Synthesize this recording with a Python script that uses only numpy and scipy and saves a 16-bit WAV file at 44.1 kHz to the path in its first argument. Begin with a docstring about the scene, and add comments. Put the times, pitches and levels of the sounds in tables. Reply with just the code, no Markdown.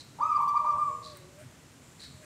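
"""Under a hard-walled porch a caged zebra dove sings one phrase: a long opening coo, three quick notes,
two drawn-out ones. Each is a near-pure tone with gliding pitch and overtones, smeared by echoes and a decaying tail.
Lower doves, also tones, coo far off. Filtered noise makes a small bird's raspy chirps, scuffs, a cage tick,
a far bird's hiss (with a thin falling whistle), steady air and an unsteady low outdoor rumble."""
import sys
import numpy as np
from scipy import signal
from scipy.fft import rfft, irfft
from scipy.io import wavfile

SR = 44100
rng = np.random.default_rng(int(sys.argv[2]) if len(sys.argv) > 2 else 0)


def transcribe(signal):
    """Save signal, clipped to [-1, 1], as a 16-bit WAV file at the path in sys.argv[1]."""
    frames = np.atleast_2d(signal).T
    limited = np.clip(frames, -1, 1)
    pcm = np.round(limited * 32767).astype(np.int16)
    wavfile.write(sys.argv[1], SR, pcm)


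N = 99225
T = np.arange(N) / SR

# Steady air spectrum. Each row: frequency in Hz, relative level in dB.
AIR_SPECTRUM = [(15, -79.5), (25, -34), (71, -5.5), (150, -3.5), (207, -8.5), (271, -4), (326, -10),
                (363, -11), (769, -17.5), (1150, -17), (4750, -24.5), (7480, -22), (15000, -38.5)]
# Thin steady treble hiss. Each row: frequency in Hz, relative level in dB.
THIN_HISS_SPECTRUM = [(12800, -25), (13350, -12), (13500, 7), (13800, -20), (14300, -31.5)]
# Rumble spectrum. Each row: frequency in Hz, relative level in dB.
RUMBLE_SPECTRUM = [(40, -18), (75, -2), (130, 5), (190, -4), (350, -31.5)]
# Rumble level, uneven by chance. Each row: time in seconds, level in dB before RUMBLE_DB is added.
RUMBLE_LEVEL = [(0.0, -62), (0.23, -57), (0.26, -58), (0.28, -68), (0.39, -53.5), (0.69, -63.5),
                (0.75, -51.5), (1.08, -58), (1.11, -56.5), (1.35, -60.5), (1.5, -49), (1.54, -82),
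                (1.98, -56), (2.01, -75), (2.09, -49.5), (2.25, -60)]
AIR_DB, THIN_HISS_DB = -55, -81
RUMBLE_DB, RUMBLE_SWING_DB, RUMBLE_SWING_HZ = -0.5, -0.3, 3.7

# Far dove, one list per coo. Each row: time in seconds, pitch in Hz, level in dB.
FAR_COOS = [
    [(.19, 574, -62), (.24, 598, -53), (.28, 605, -58)],
    [(.59, 608.6, -68), (.62, 609, -55.5), (.78, 607.2, -54), (.84, 627.7, -70), (.9, 596, -55.5),
     (1.02, 640.7, -62.5), (1.1, 606.7, -54), (1.18, 565, -63), (1.27, 549, -61.5), (1.34, 585, -63),
     (1.415, 619, -53), (1.44, 595, -82)],
]
# Faint level coos, farther still. Each row: start in seconds, length in seconds, pitch in Hz, level in dB.
FAINT_COOS = [(0.78, 0.38, 477, -62.5), (1.103, 0.23, 365, -60.5), (2.075, 0.7, 610, -59)]
FAR_WAVER_RATIO, FAR_WAVER_HZ, FAR_FLUTTER_DB = 0.0146, 31.6, 1.5

# Thin high hiss of a far bird. Each row: start in seconds, length in seconds, level in dB.
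HISSES = [(.76, 0.28, -70.5), (1.8, .5, -68.5)]
# Hiss spectrum. Each row: frequency in Hz, relative level in dB.
HISS_SPECTRUM = [(6200, -43), (7100, 12), (7500, 7), (8200, 6), (9200, -3)]
# Its thin falling whistle. Each row: time in seconds, pitch in Hz, level in dB.
WHISTLE = [(.77, 8610, -66.5), (.84, 8160, -71.5), (.86, 7330, -71), (1.02, 7230, -68)]
# Faint scuffs in the cages. Each row: start in seconds, length in seconds, level in dB.
SCUFFS = [(1.13, 0.097, -62), (1.37, .105, -58.5), (1.98, .12, -61), (2.215, 0.076, -56.5)]
# Scuff spectrum. Each row: frequency in Hz, relative level in dB.
SCUFF_SPECTRUM = [(900, -26), (1500, 7), (2000, 8), (3000, -4), (6000, -20), (8500, 2.5), (11000, -12),
                  (15000, -13)]
# Raspy chirps. Each row: start in seconds, length in seconds, level in dB.
CHIRPS = [(-.06, 0.09, -40), (1.022, 0.11, -49), (1.988, 0.11, -48.5)]
# Chirp spectrum. 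Each row: frequency in Hz, relative level in dB.
CHIRP_SPECTRUM = [(1500, -16.5), (3200, -11.5), (3650, -3), (3950, 8), (4500, 3.5), (5000, -6.5),
                  (6000, -10), (9000, -13), (15000, -48)]
CHIRP_ATTACK_S, CHIRP_RELEASE_S, RASP_HZ, RASP_DB = 0.037, 0.081, 230, 3
# Cage ticks. Each row: start in seconds, onset level in dB.
TICKS = [(1.1711, -34)]
# Tick spectrum. Each row: frequency in Hz, relative level in dB.
TICK_SPECTRUM = [(2500, -1.5), (6000, -14), (8000, 9), (10000, -8), (12000, -46), (14000, -10), (15500, 6)]
TICK_DECAY_S = 0.00088

# Near walls. Each row: delay in seconds, gain in dB.
ECHOES = [(.00055, -13.5), (0.016, -9.5), (.01887, -26), (0.0231, -16), (.0325, -9.5), (.0495, -8.5),
          (.04997, -15), (.0631, -13.5), (0.089, -17)]
# Porch decay. Each row: frequency in Hz, time to fall 60 dB in seconds.
PORCH_T60 = [(200, 1), (1200, 0.57), (4000, 0.58), (12000, .083)]
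# Porch pitches that ring on. Each row: frequency in Hz, gain at resonance in dB, time to fall 60 dB in seconds.
PORCH_MODES = [(880, -4, 0.26), (959, 7, 0.64), (968, -7.5, 0.28)]
PORCH_BUILD_S = 0.0013
COO_WET_DB, OVERTONE_WET_DB, FAR_WET_DB, SMALL_WET_DB = -4.5, -8.5, -6.5, -2.5
OCTAVE_WET_DB = 4.5  # second harmonic, heard mostly off the walls

# Opening coo, before the throat. Each row: time in seconds, pitch in Hz, level in dB.
OPENING_COO = [(.188, 730.7, -49), (.21, 949.7, -28.5), (.2167, 1150, -26.5), (.2318, 1210, -25),
               (.263, 1281, -23), (.2857, 1281, -26.5), (.305, 1216, -25.5), (.33, 1181, -27),
               (.34, 1063, -38), (.353, 1188, -28.5), (.369, 1187, -26), (.383, 900, -29.5)]
# Following coos, before the throat. Each row: start in seconds, length in seconds, top pitch in Hz, level in dB,
# sag in Hz per second, final drop in Hz, gain of the overtones above the octave in dB.
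COOS = [(0.398, .0466, 1183, -25.5, 13, 252, 2), (0.465, 0.04, 1200, -25.5, 80, 282, 3),
        (.541, 0.041, 1211, -24.5, 318, 198, 0), (0.642, .095, 1208, -26, 940, 164, 1),
        (0.769, .15, 1209, -30, 1043, 90, -4)]
# Throat and crop resonances. Each row: frequency in Hz, gain in dB.
THROAT = [(600, 2.5), (800, -9), (940, 3), (1040, -0.5), (1200, 1), (1290, -6), (1400, -19), (2000, 17)]
# Windpipe and beak resonances on the overtones. Each row: frequency in Hz, gain in dB.
WINDPIPE_BEAK = [(2250, -38), (2400, -36.5), (2560, -43), (3550, -48.5), (3850, -44), (4300, -48.5),
                 (4680, -34), (4900, -49), (5120, -39), (5600, -44.5), (5980, -40), (6400, -39),
                 (7100, -62.5), (7650, -44.5), (9500, -57), (10800, -70), (11600, -53), (12600, -65)]
# Airy, throaty puffs around the starts of some coos. Each row: start in seconds, length in seconds, level in dB.
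PUFFS = [(.185, 0.036, -40), (.362, 0.035, -38.5), (.637, 0.034, -39.5), (.752, 0.018, -34)]
# Puff spectrum. Each row: frequency in Hz, relative level in dB.
PUFF_SPECTRUM = [(860, -3.5), (950, 10), (1200, -7), (1350, -9.5), (1550, -26.5), (1900, -30.5),
                 (3000, -34.5)]
SCOOP_HZ, SCOOP_S, DROP_S = 389.2, .0122, .0045
ATTACK_S, RELEASE_S, FADE_DB_PER_S, HOLD_S = 0.02, 0.0044, 61.5, 0.0344
WAVER_RATIO, WAVER_HZ, SHIMMER_DB = .002, 31.4, 1.5
OVERTONE_FROM_HZ, OVERTONE_WIDTH_HZ, OVERTONE_FLICKER_DB = 1090, 13, 5
CUTOFF_HZ = 15600


def from_db(db):
    """Decibels to amplitude ratio."""
    return 10 ** (np.asarray(db) / 20)


def rms_one(x):
    """Scale to rms 1."""
    return x / np.sqrt(np.mean(x ** 2) + 1e-20)


def bin_hz():
    """Frequencies of the spectrum bins."""
    return np.arange(N // 2 + 1) * SR / N


def at_hz(points, hz):
    """Read a table on a log-frequency axis."""
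    table_hz, values = np.transpose(points)
    return np.interp(np.log(hz + 1e-6), np.log(table_hz), values)


def shaped(x, resonances):
    """Pass a sound through fixed resonances."""
    return irfft(rfft(x) * from_db(at_hz(resonances, bin_hz())), N)


def noise(spectrum):
    """Noise of a given spectrum, dark beyond its ends; rms 1."""
    hz = bin_hz()
    top_skirt = 1 / (1 + (hz / spectrum[-1][0]) ** 8)
    bottom_skirt = 1 / (1 + (spectrum[0][0] / (hz + 1)) ** 8)
    gain = from_db(at_hz(spectrum, hz)) * np.sqrt(top_skirt * bottom_skirt)
    return rms_one(irfft(rfft(rng.standard_normal(N)) * gain, N))


def drift(corner_hz):
    """Random motion, mostly slower than the corner; rms 1."""
    return rms_one(irfft(rfft(rng.standard_normal(N)) / (1 + (bin_hz() / corner_hz) ** 2), N))


def gate(start, length, attack, release):
    """Smooth attack, hold, release."""
    rise = np.sin(np.pi / 2 * np.clip((T - start) / attack, 0, 1))
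    fall = np.sin(np.pi / 2 * np.clip((start + length - T) / release, 0, 1))
    return rise * fall


def glide(rows):
    """Pitch and strength of a note from its curve."""
    s, hz, db = np.transpose(rows)
    strength = from_db(np.interp(T, s, db)) * gate(s[0], s[-1] - s[0], RELEASE_S, RELEASE_S)
    return np.interp(T, s, hz), strength


def bursts(rows, spectrum, attack=CHIRP_ATTACK_S, release=CHIRP_RELEASE_S):
    """Gated noise of one spectrum, roughened by fast random level changes."""
    level = sum(from_db(db) * gate(s, length, attack, release) for s, length, db in rows)
    return level * rms_one(noise(spectrum) * from_db(RASP_DB * drift(RASP_HZ)))


def syrinx(hz, strength, count=10):
    """A slightly wavering tone, its octave, and flickering overtones that come in at high pitch."""
    phase = 2 * np.pi * np.cumsum(hz * (1 + WAVER_RATIO * drift(WAVER_HZ))) / SR
    amplitude = np.sqrt(2) * strength * from_db(SHIMMER_DB * drift(WAVER_HZ))
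    onset = .5 * (1 + np.tanh((hz - OVERTONE_FROM_HZ) / OVERTONE_WIDTH_HZ))
    harmonics = []
    for k in range(2, count + 1):
        flicker = from_db(OVERTONE_FLICKER_DB * drift(WAVER_HZ))
        harmonics.append(onset * flicker * np.sin(k * phase))
    return amplitude * np.array([np.sin(phase), harmonics[0], sum(harmonics[1:])])


def walls(x):
    """A few distinct reflections that beat against the gliding tone."""
    return x + sum(from_db(db) * np.interp(T - delay, T, x, left=0) for delay, db in ECHOES)


def porch(x, wet_db):
    """Direct sound plus a diffuse tail, its decay time set band by band."""
    t, tail = T[:SR], 0
    edges_hz = np.geomspace(150, 16000, 9)
    for low, high in zip(edges_hz, edges_hz[1:]):
        band_pass = signal.butter(2, [low, high], "band", fs=SR, output="sos")
        band = signal.sosfilt(band_pass, rng.standard_normal(SR))
        t60 = at_hz(PORCH_T60, np.sqrt(low * high))
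        decay = np.exp(-np.log(1000) * t / t60) * (1 - np.exp(-t / PORCH_BUILD_S))
        tail = tail + band * decay / np.sqrt(np.sum(decay ** 2))
    return x + from_db(wet_db) * signal.fftconvolve(x, tail)[:N]


def ringing(x):
    """Narrow resonances of the porch, each a two-pole filter."""
    out = 0
    for hz, db, t60 in PORCH_MODES:
        r = np.exp(-np.log(1000) / (t60 * SR))
        poles = [1, -2 * r * np.cos(2 * np.pi * hz / SR), r * r]
        out = out + from_db(db) * (1 - r * r) / 2 * signal.lfilter([1, 0, -1], poles, x)
    return out


def background():
    """Steady air, a thin treble hiss and an unsteady rumble, all shaped noise."""
    air = from_db(AIR_DB) * noise(AIR_SPECTRUM)
    hiss = from_db(THIN_HISS_DB) * noise(THIN_HISS_SPECTRUM)
    level_db = np.interp(T, *np.transpose(RUMBLE_LEVEL))
    rumble_db = RUMBLE_DB + level_db + RUMBLE_SWING_DB * drift(RUMBLE_SWING_HZ)
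    return air + hiss + from_db(rumble_db) * noise(RUMBLE_SPECTRUM)


def far_doves():
    """Soft, wavering, drawn-out coos about an octave or more lower; fundamentals only."""
    notes = [glide(rows) for rows in FAR_COOS]
    for s, length, hz, db in FAINT_COOS:
        notes.append((np.full(N, hz), from_db(db) * gate(s, length, length / 2, length / 2)))
    waver = 1 + FAR_WAVER_RATIO * drift(FAR_WAVER_HZ)
    flutter = from_db(FAR_FLUTTER_DB * drift(FAR_WAVER_HZ))
    return porch(sum(syrinx(hz * waver, strength * flutter)[0] for hz, strength in notes), FAR_WET_DB)


def small_sounds():
    """Chirps, scuffs and hisses of gated noise, plus a pure gliding whistle, in the porch."""
    chirps = bursts(CHIRPS, CHIRP_SPECTRUM)
    scuffs = bursts(SCUFFS, SCUFF_SPECTRUM)
    hisses = bursts(HISSES, HISS_SPECTRUM)
    whistle = syrinx(*glide(WHISTLE))[0]
    return porch(chirps + scuffs + hisses + whistle, SMALL_WET_DB)


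def cage_ticks():
    """Tiny bright clicks: noise with instant onset and exponential decay."""
    level = sum(from_db(db) * (T >= s) * np.exp(-np.abs(T - s) / TICK_DECAY_S) for s, db in TICKS)
    return noise(TICK_SPECTRUM) * level


def near_dove():
    """The opening follows its curve; later coos scoop up, sag and fade while held, and drop at the end."""
    voice = syrinx(*glide(OPENING_COO))
    for start, length, top_hz, db, sag, drop_hz, bright_db in COOS:
        age = np.clip(T - start, 0, length)
        held = np.maximum(age - HOLD_S, 0)
        scoop = SCOOP_HZ * np.exp(-(age / SCOOP_S) ** 2)
        drop = drop_hz * np.exp((age - length) / DROP_S)
        hz = top_hz - scoop - sag * held - drop
        strength = from_db(db - FADE_DB_PER_S * held) * gate(start, length, ATTACK_S, RELEASE_S)
        voice = voice + syrinx(hz, strength) * from_db([[0], [0], [bright_db]])
    tone, octave, overtones = voice
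    tone = shaped(tone, THROAT) + bursts(PUFFS, PUFF_SPECTRUM, attack=.01, release=0.013)
    octave = porch(shaped(octave, WINDPIPE_BEAK), OCTAVE_WET_DB)
    overtones = porch(shaped(overtones, WINDPIPE_BEAK), OVERTONE_WET_DB)
    return porch(walls(tone), COO_WET_DB) + ringing(tone) + octave + overtones


def scene():
    """Sum all layers into one channel."""
    return (background() + far_doves() + small_sounds() + cage_ticks() + near_dove())[None]


def record(dry):
    """Cut the top steeply with an elliptic low-pass."""
    return signal.sosfilt(signal.ellip(10, .1, 80, CUTOFF_HZ, fs=SR, output="sos"), dry)


dry = scene()
out = record(dry)
transcribe(out)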